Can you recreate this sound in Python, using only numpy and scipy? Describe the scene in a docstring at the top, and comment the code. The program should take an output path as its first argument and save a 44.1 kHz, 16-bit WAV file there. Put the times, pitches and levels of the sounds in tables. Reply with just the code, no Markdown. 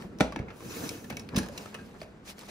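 """A plastic paper trimmer on a wooden desk in a small room. Paper is first handled, then the rail is slapped shut
and pressed home: damped modes of rail and base ring over low thuds in the desk and small clicks of the parts.
The blade carriage slides through a sheet as friction noise. The rail is pulled open against its stop, and the
cut halves are brushed across the base as swells of hiss, scrape and rumble. Quiet air noise lies under all."""
import sys
import numpy as np
from scipy import signal
from scipy.fft import rfft, irfft, next_fast_len
from scipy.io import wavfile
from scipy.ndimage import uniform_filter1d, map_coordinates

SR = 44100
rng = np.random.default_rng(int(sys.argv[2]) if len(sys.argv) > 2 else 0)


def dump_mix(stems):
    """Bounce the given channels to the path in sys.argv[1] as a 16-bit WAV at rate SR."""
    frames = np.atleast_2d(stems).T  # one column per channel
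    limited = np.clip(frames, -1, 1)  # hard clip at full scale
    pcm = np.round(limited * 32767).astype(np.int16)
    wavfile.write(sys.argv[1], SR, pcm)


N = 110250

# colour of sliding paper, shared by its hiss and its crinkles: pitch_hz, relative_db
PAPER_HISS = [(600, -9), (1800, 2), (2400, 4), (3100, 1.5), (4000, 1.5), (6000, -0.5), (8500, -5.5),
              (10500, -4), (12000, -15), (14000, -4.5), (16000, -20)]
CLICK_RISE_S = 0.00038  # rise constant of clicks and crinkles


def amp(db):
    """Level to amplitude: a gain is ten to the power of dB over 20."""
    return 10 ** (np.asarray(db) / 20)


def unit(x):
    """Normalization: a signal divided by its root mean square has rms 1."""
    return x / np.sqrt(np.mean(x ** 2) + 1e-20)


def along(points, hz):
    """Log-frequency interpolation: (Hz, value) points joined by straight lines on a log axis."""
    point_hz, value = np.transpose(points)
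    return np.interp(np.log(hz + 1), np.log(point_hz + 1), value)


def since(start_s):
    """Causality: time counts from the onset and stays zero before it."""
    return np.maximum(np.arange(N) / SR - start_s, 0)


def wobble(knots_per_s):
    """Band-limited randomness: a smooth curve through random knots."""
    knots = rng.standard_normal(N // 8)
    return map_coordinates(knots, [np.arange(N) * knots_per_s / SR], mode="wrap")


def filtered(x, response):
    """Linear filtering: the spectrum is multiplied by a function of frequency."""
    size = next_fast_len(N + SR // 2)  # padded against wrap-around
    return irfft(rfft(x, size) * response(np.fft.rfftfreq(size, 1 / SR)), size)[..., :N]


def spread(pair):
    """Interaural coherence: mid and side mixed so that left-right likeness follows frequency."""
    # likeness of left and right: pitch_hz, correlation
    likeness = [(100, 0.99), (250, 0.88), (600, 0.59), (1700, 0.14), (5000, 0.56), (11000, 0.033)]

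    def mid_side_gains(hz):
        angle = np.arccos(np.clip(along(likeness, hz), -1, 1)) / 2
        return np.array([np.cos(angle), np.sin(angle)])

    mid, side = filtered(pair, mid_side_gains)
    return np.array([mid + side, mid - side])


def noise(spectrum, grain=1):
    """Source-filter principle: stereo noise, scaled by grain, then coloured and brought to rms 1."""
    source = spread(rng.standard_normal((2, N)) * grain)
    return unit(filtered(source, lambda hz: amp(along(spectrum, hz))))


def strike(start_s, rise_s, t60_s):
    """Impact envelope: quick rise, then exponential decay by 60 dB in t60."""
    t = since(start_s)
    decay = np.exp(-np.minimum(np.log(1000) * t / t60_s, 50))
    return (1 - np.exp(-t / rise_s)) * decay


def shell(x):
    """Resonance: narrow modes of the plastic shell and carriage colour a sound; rms 1."""
    # modes of shell and carriage, heard in clicks and sliding: pitch_hz, width_hz, boost_db
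    modes = [(1740, 78, 5.5), (2200, 51, 5.5), (2567, 72, 6.5), (3180, 57, 3), (3536, 37, -4.5),
             (3920, 65, 6), (4380, 22, 5), (5380, 200, -1.5), (5930, 170, 3)]

    def response(hz):
        return amp(sum(boost_db / (1 + (2 * (hz - mode_hz) / width_hz) ** 2)
                       for mode_hz, width_hz, boost_db in modes))

    return unit(filtered(x, response))


def patchy(x):
    """Unsteady contact: random gain in patches of pitch and time makes the colour drift."""
    patch_db = 2.4  # rms depth
    cells = signal.stft(x, nperseg=256)[2]
    field = rng.standard_normal(cells.shape[1:])
    field = uniform_filter1d(uniform_filter1d(field, size=5, axis=0), size=9, axis=1)
    return unit(signal.istft(cells * amp(patch_db * unit(field)), nperseg=256)[1][:, :N])


def friction(spectrum, grain_db, rate, flutter_db):
    """Sliding friction: dense tiny slips of uneven size through a body's drifting colour."""
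    # rate: grain knots per second
    slip_gain = amp(grain_db * wobble(rate) + flutter_db * wobble(45.12))
    return patchy(noise(spectrum, slip_gain))


def slams():
    """Impact excitation: the rail strikes plastic, a crack with a rattle, and rail and base ring."""
    # rail hitting its seat or its stop: start_s, level_db, contact_s
    hits = [(0.2064, -15, 0.00072), (1.386, -37, 0.002)]
    # modes of rail and base together: pitch_hz, relative_db, t60_s
    rail_modes = [(277, -10.5, 0.099), (316, -15, 0.146), (459.4, -1.5, 0.072), (627, -10, 0.14),
                  (696, -13.5, 0.084), (762, -4, .05), (890, -5, 0.03), (1457, -2.5, 0.03),
                  (1850, -6, 0.035), (2096, -15.5, 0.062), (2342, -2, 0.03), (2993, -33, 0.16),
                  (3530, -7, 0.025), (3900, -19, 0.043)]
    # colour of the crack: pitch_hz, relative_db
    crack_colour = [(150, 2), (300, 0.5), (440, 8.5), (800, 0.5), (1100, -11.5), (2400, -11.5), (3000, -13),
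                    (6000, -20), (9000, -26.5), (15000, -52)]
    crack_db, crack_t60_s = 1, 0.039
    rattle_db, rattle_t60_s = -15.5, 0.21  # loose parts buzz on after the blow
    phase_blur_rad = 1  # phase wander of the loose rail's ring

    force, ring = np.zeros((2, N))
    for start_s, level_db, contact_s in hits:
        crack = strike(start_s, contact_s, crack_t60_s)
        rattle = amp(rattle_db) * strike(start_s, contact_s, rattle_t60_s)
        force += amp(level_db) * (crack + rattle)
        for hz, mode_db, t60_s in rail_modes:
            phase = 2 * np.pi * (hz * since(start_s) + rng.random()) + phase_blur_rad * wobble(70)
            ring += amp(level_db + mode_db) * strike(start_s, contact_s, t60_s) * np.sin(phase)
    return amp(crack_db) * force * noise(crack_colour), ring


def thuds():
    """Damped oscillation: the base bumps the desk for a few low cycles, then the desk top sways."""
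    # blunt pushes into the desk: start_s, level_db, pitch_hz, t60_s
    pushes = [(0.049, -28, 187, 0.076), (0.211, -3.5, 191, 0.022), (0.368, -24.5, 288, 0.054),
              (0.3997, -16.5, 128, 0.025), (1.109, -29.5, 228, 0.054), (1.126, -30.5, 150, 0.083),
              (1.339, -28, 224, 0.049), (1.355, -20.5, 222, 0.054), (1.373, -27.5, 100, 0.062),
              (1.375, -9.5, 197, 0.034), (1.383, -25.5, 333, 0.063), (1.401, -26, 214, 0.035),
              (1.444, -35, 196, 0.051), (1.494, -34.5, 563, 0.067), (2.017, -33.5, 646, 0.06)]
    # colour of the noise within each thud: pitch_hz, relative_db
    body_colour = [(25, 13), (60, -11), (130, -6), (350, 1.5), (600, -15), (2000, -60)]
    rise_s, body_db = 0.00077, -9.5
    desk_hz, desk_db, desk_t60_s = 60.2, -23.5, 0.23  # desk level relative to each thud

    body = amp(body_db) * noise(body_colour)
    out = np.zeros((2, N))
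    for start_s, level_db, hz, t60_s in pushes:
        turns = 2 * np.pi * since(start_s)
        bump = strike(start_s, rise_s, t60_s) * (np.sin(hz * turns) + body)
        sway = amp(desk_db) * strike(start_s, rise_s, desk_t60_s) * np.sin(desk_hz * turns)
        out += amp(level_db) * (bump + sway)
    return out


def clicks():
    """Brief hard contact: a sharp edge, a hollow clack and the damped ring of the struck part."""
    # plastic parts, nails and paper edges snapping:
    # start_s, clack_db, edge_db, ring_hz, ring_db, edge_t60_s
    snaps = [(0.022, -42, -53, 1790, -45, 0.018), (0.186, -51, -48.5, 5760, -52, 0.032),
             (0.2007, -31, -38, 1040, -37, 0.02), (0.207, -21, -23, 2320, -46, 0.0094),
             (0.3225, -38, -47, 1137, -35.5, 0.032), (0.3604, -28.5, -41.5, 894, -29, 0.016),
             (0.39, -38.5, -51, 2196, -40.5, 0.025), (0.483, -47, -75, 2110, -47, 0.063),
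             (0.503, -44.5, -79, 1330, -44, 0.04), (0.605, -47, -62, 1057, -45.5, 0.037),
             (0.8909, -48, -26, 5400, -30.5, .014), (0.894, -48, -33, 2340, -30, 0.011),
             (1.043, -52, -45.5, 1760, -44.5, 0.035), (1.099, -40, -41, 2267, -42, 0.033),
             (1.103, -38.5, -51, 2275, -42, 0.039), (1.1035, -63, -37, 13800, -37, 0.007),
             (1.125, -39, -68, 855, -45, 0.022), (1.169, -62, -27.5, 5720, -30, 0.009),
             (1.1706, -41.5, -45, 2270, -34, 0.028), (1.1948, -45, -39.5, 5670, -40, 0.031),
             (1.289, -37.5, -43.5, 4540, -42.5, 0.014), (1.3447, -40, -64, 5160, -47, 0.055),
             (1.3607, -44, -30.5, 5660, -52, 0.036), (1.3646, -32, -27.5, 3650, -33, 0.042),
             (1.3811, -35, -27.5, 10180, -32, 0.028), (1.386, -52, -30, 1650, -29.5, 0.026),
             (1.431, -55, -43, 1690, -40, 0.047), (1.461, -41, -43, 1910, -50, 0.014),
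             (1.486, -40.5, -39, 13300, -51, 0.016), (1.577, -41, -31, 3920, -31.5, 0.013),
             (1.5803, -53, -36.5, 2780, -34.5, 0.017), (1.6581, -41, -44.5, 1280, -39.5, 0.022),
             (1.7431, -40, -41, 2860, -40.5, 0.033), (1.748, -37.5, -43.5, 1770, -39, 0.02),
             (1.787, -54.5, -68, 1602, -46.5, 0.092), (2.0157, -35, -51, 4620, -38, 0.011),
             (2.029, -48, -50.5, 2260, -51, 0.031), (2.382, -45, -47, 4230, -56, 0.017),
             (2.3912, -51, -39, 11000, -45, 0.013), (2.411, -69, -45, 3900, -52, 0.015)]
    # colour of the hollow clack: pitch_hz, relative_db
    clack_colour = [(150, -61), (450, 7), (900, 2), (1300, 1), (1800, 0.5), (2050, -5), (2350, 0),
                    (3000, -7), (6000, -15), (15000, -63)]
    # colour of the sharp edge: pitch_hz, relative_db
    edge_colour = [(800, -42), (2500, 0.5), (4200, -1), (5700, 2), (8000, -7), (10000, -1.5),
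                   (12000, -14.5), (14000, -6.5), (16000, -14.5)]
    clack_stretch, ring_stretch = 1.77, 1.83  # decay times relative to the edge
    blur_rad, blur_knots_per_s = 0.89, 454.7  # phase wander of a ring at blur_pitch_hz
    blur_pitch_hz = 2600  # higher rings smear more

    clack, edge, ring = np.zeros((3, N))
    blur = blur_rad * wobble(blur_knots_per_s) / blur_pitch_hz
    for start_s, clack_db, edge_db, hz, ring_db, t60_s in snaps:
        clack += amp(clack_db) * strike(start_s, CLICK_RISE_S, t60_s * clack_stretch)
        edge += amp(edge_db) * strike(start_s, CLICK_RISE_S, t60_s)
        tone = np.sin(hz * (2 * np.pi * since(start_s) + blur))
        ring += amp(ring_db) * strike(start_s, CLICK_RISE_S, t60_s * ring_stretch) * tone
    return clack * shell(noise(clack_colour)) + edge * shell(noise(edge_colour)), ring


def carriage():
    """Friction and fracture: the blade parts fibres with a hiss as the carriage chatters and rumbles."""
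    # course of the stroke: time_s, friction_db
    stroke = [(0.461, -101), (0.49, -88), (0.58, -69.5), (0.605, -63.5), (0.661, -58.5), (0.715, -50),
              (0.79, -49), (0.88, -48.5), (0.93, -54), (1.03, -64), (1.09, -68.5), (1.2, -81), (1.3, -107)]
    # colour of the cut fibres: pitch_hz, relative_db
    cut_colour = [(300, -9), (800, 0), (1400, 1.5), (1750, -3.5), (2020, -6), (2550, -0.5), (3150, -6),
                  (4700, -7.5), (5600, -2), (7000, -3.5), (8300, -16), (10000, -3.5), (12000, -28),
                  (14000, -3), (16000, -37)]
    # colour of the carriage chattering on its rail: pitch_hz, relative_db
    chatter_colour = [(300, -32), (900, -11), (1300, 8), (1750, 0), (2020, -4), (2550, -3), (3300, 0),
                      (5500, -5.5), (12000, -25)]
    # colour of the rumble along the rail: pitch_hz, relative_db
    rumble_colour = [(25, -26), (60, -9), (115, 2.5), (165, -3), (230, 0), (330, 1), (400, -8.5),
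                     (460, -0.5), (560, -12.5), (900, -17), (2000, -27.5)]
    cut_db, chatter_db = 5.5, -2.5  # relative to the stroke
    rumble_peak_db, rumble_growth = -38, 0.59  # growth: rumble dB per stroke dB

    time_s, friction_db = np.transpose(stroke)
    level = np.interp(since(0), time_s, friction_db, left=-120, right=-120)
    rumble_level = rumble_peak_db + rumble_growth * (level - friction_db.max())
    cut = shell(friction(cut_colour, grain_db=0, rate=1700, flutter_db=0.2))
    chatter = shell(friction(chatter_colour, grain_db=4.5, rate=300, flutter_db=2.5))
    rumble = friction(rumble_colour, grain_db=1, rate=200, flutter_db=1.5)
    return amp(level + cut_db) * cut + amp(level + chatter_db) * chatter + amp(rumble_level) * rumble


def brushes():
    """Sliding contact: each move of paper or hand swells and fades as hiss, scrape and desk rumble."""
    # paper sliding and hands handling it: peak_s, rise_s, fall_s, hiss_db, scrape_db, rumble_db
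    moves = [(0.02, 0.16, 0.052, -58.5, -53.5, -47), (0.15, 0.16, 0.14, -76, -63, -46),
             (0.42, 0.091, 0.11, -96, -51, -43.5), (1.20, 0.12, 0.21, -67, -57.5, -46.5),
             (1.34, 0.031, 0.051, -66, -51, -39), (1.43, 0.087, .11, -59, -51, -43.5),
             (1.54, 0.031, 0.055, -57.5, -53, -49), (1.605, 0.071, 0.11, -54, -48, -48),
             (1.69, 0.084, 0.066, -58.5, -62, -61), (1.80, 0.08, 0.28, -62.5, -64, -48.5),
             (1.97, 0.067, 0.027, -81, -57.5, -77), (2.021, 0.028, 0.024, -56.5, -68, -50.5),
             (2.295, 0.031, 0.031, -46, -55.5, -62), (2.424, 0.049, 0.053, -52.5, -59, -57),
             (2.497, 0.017, .05, -48, -47, -62)]
    # colour of the duller scrape: pitch_hz, relative_db
    scrape_colour = [(200, -10), (550, 9), (900, 7), (1700, -0.5), (2600, -11), (5000, -26.5), (15000, -60)]
    # colour of the rumble in the desk: pitch_hz, relative_db
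    rumble_colour = [(25, -55), (60, -3.5), (130, -4), (220, 1), (330, -8.5), (500, -8), (900, -37.5),
                     (3000, -118)]

    t = since(0)
    power = np.zeros((3, N))  # overlapping moves add in power
    for peak_s, rise_s, fall_s, *levels_db in moves:
        distance = np.where(t < peak_s, (peak_s - t) / rise_s, (t - peak_s) / fall_s)
        power += amp(levels_db)[:, None] ** 2 * np.exp(-2 * distance ** 2)
    hiss, scrape, rumble = np.sqrt(power)
    hiss_noise = friction(PAPER_HISS, grain_db=-1.0, rate=1800, flutter_db=1.5) + crinkles()
    scrape_noise = friction(scrape_colour, grain_db=1.0, rate=360, flutter_db=3.5)
    return hiss * hiss_noise + scrape * scrape_noise + rumble * noise(rumble_colour)


def crinkles():
    """Random impulses: tiny snaps of uneven size in the moving sheet."""
    snaps_per_s, size_spread_db, level_db = 520, 3.5, -6
    sizes = amp(size_spread_db * np.clip(rng.standard_normal(N), -2, 2))
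    snaps = (rng.random(N) < snaps_per_s / SR) * sizes
    grain = signal.fftconvolve(snaps, strike(0, CLICK_RISE_S, t60_s=0.0022))[:N]
    return amp(level_db) * noise(PAPER_HISS, grain)


def room(x):
    """Reverberation: the walls answer with a diffuse noise tail that decays at a rate set by pitch."""
    # decay of the room: pitch_hz, t60_s
    decay = [(50, 0.71), (200, 0.35), (1000, 0.3), (5000, 0.3), (14000, 0.27)]
    # level of the tail: pitch_hz, wet_db
    wet = [(50, -4), (150, -20), (300, -4), (600, -4.5), (1600, -2.5), (5000, -7.5), (14000, -8.5)]
    delay_s, tail_samples = 0.007, SR // 2

    diffuse = spread(rng.standard_normal((2, N)))[:, :tail_samples]
    hz, t, cells = signal.stft(diffuse, SR, nperseg=256)
    t60_s = along(decay, hz)[:, None]
    # the square root evens out the energy of long and short tails
    fade = np.exp(-np.log(1000) * t / t60_s) * np.sqrt(2 * np.log(1000) / (t60_s * SR))
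    tail = signal.istft(cells * fade * amp(along(wet, hz))[:, None], SR, nperseg=256)[1]
    delayed = np.pad(tail, ((0, 0), (int(delay_s * SR), 0)))
    return signal.fftconvolve(x.mean(0)[None], delayed, axes=1)[:, :N]


def air():
    """Stationary noise: the steady, mostly low background of the room."""
    # colour of the background: pitch_hz, relative_db
    air_colour = [(25, -2), (65, -0.5), (105, -7.5), (150, -4.5), (200, 0.5), (260, -5.5), (400, -8),
                  (700, -15.5), (1500, -19.5), (3000, -30), (8000, -41.5), (15000, -59)]
    return amp(-50.5) * noise(air_colour)


def scene():
    """Superposition: blows with their room tail, friction and quiet air add up."""
    crack, rail_ring = slams()
    snaps, part_ring = clicks()
    blows = crack + snaps + thuds()
    ring = rail_ring + part_ring
    echo = room(blows + 0.35 * ring)  # the rings reach the walls only weakly
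    return blows + ring + echo + carriage() + brushes() + air()


def record(dry):
    """Spaced reception: two close microphone ports differ in phase and level; deep bass and top are cut."""
    # level difference of the ports: pitch_hz, left_over_right_db
    lean = [(130, -1.2), (300, -0.4), (1400, 1.6), (4000, 0), (10000, -0.5)]
    # phase difference of the ports: pitch_hz, left_leads_rad
    lead = [(100, -0.069), (600, 0.32), (2000, 0.92), (3300, 2.1), (5000, -0.31), (11000, -1.6)]
    top_hz, low_cut_hz = 15700, 44  # low_cut_hz: corner of each of two bass-cut stages
    sides = np.array([[0.5], [-0.5]])  # each port takes half the difference

    def response(hz):
        ports = amp(sides * along(lean, hz)) * np.exp(1j * sides * along(lead, hz))
        bass_cut = (1j * hz / (1j * hz + low_cut_hz)) ** 2
        return ports * (hz < top_hz) * bass_cut

    return filtered(dry, response)


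dry = scene()
out = record(dry)
dump_mix(out)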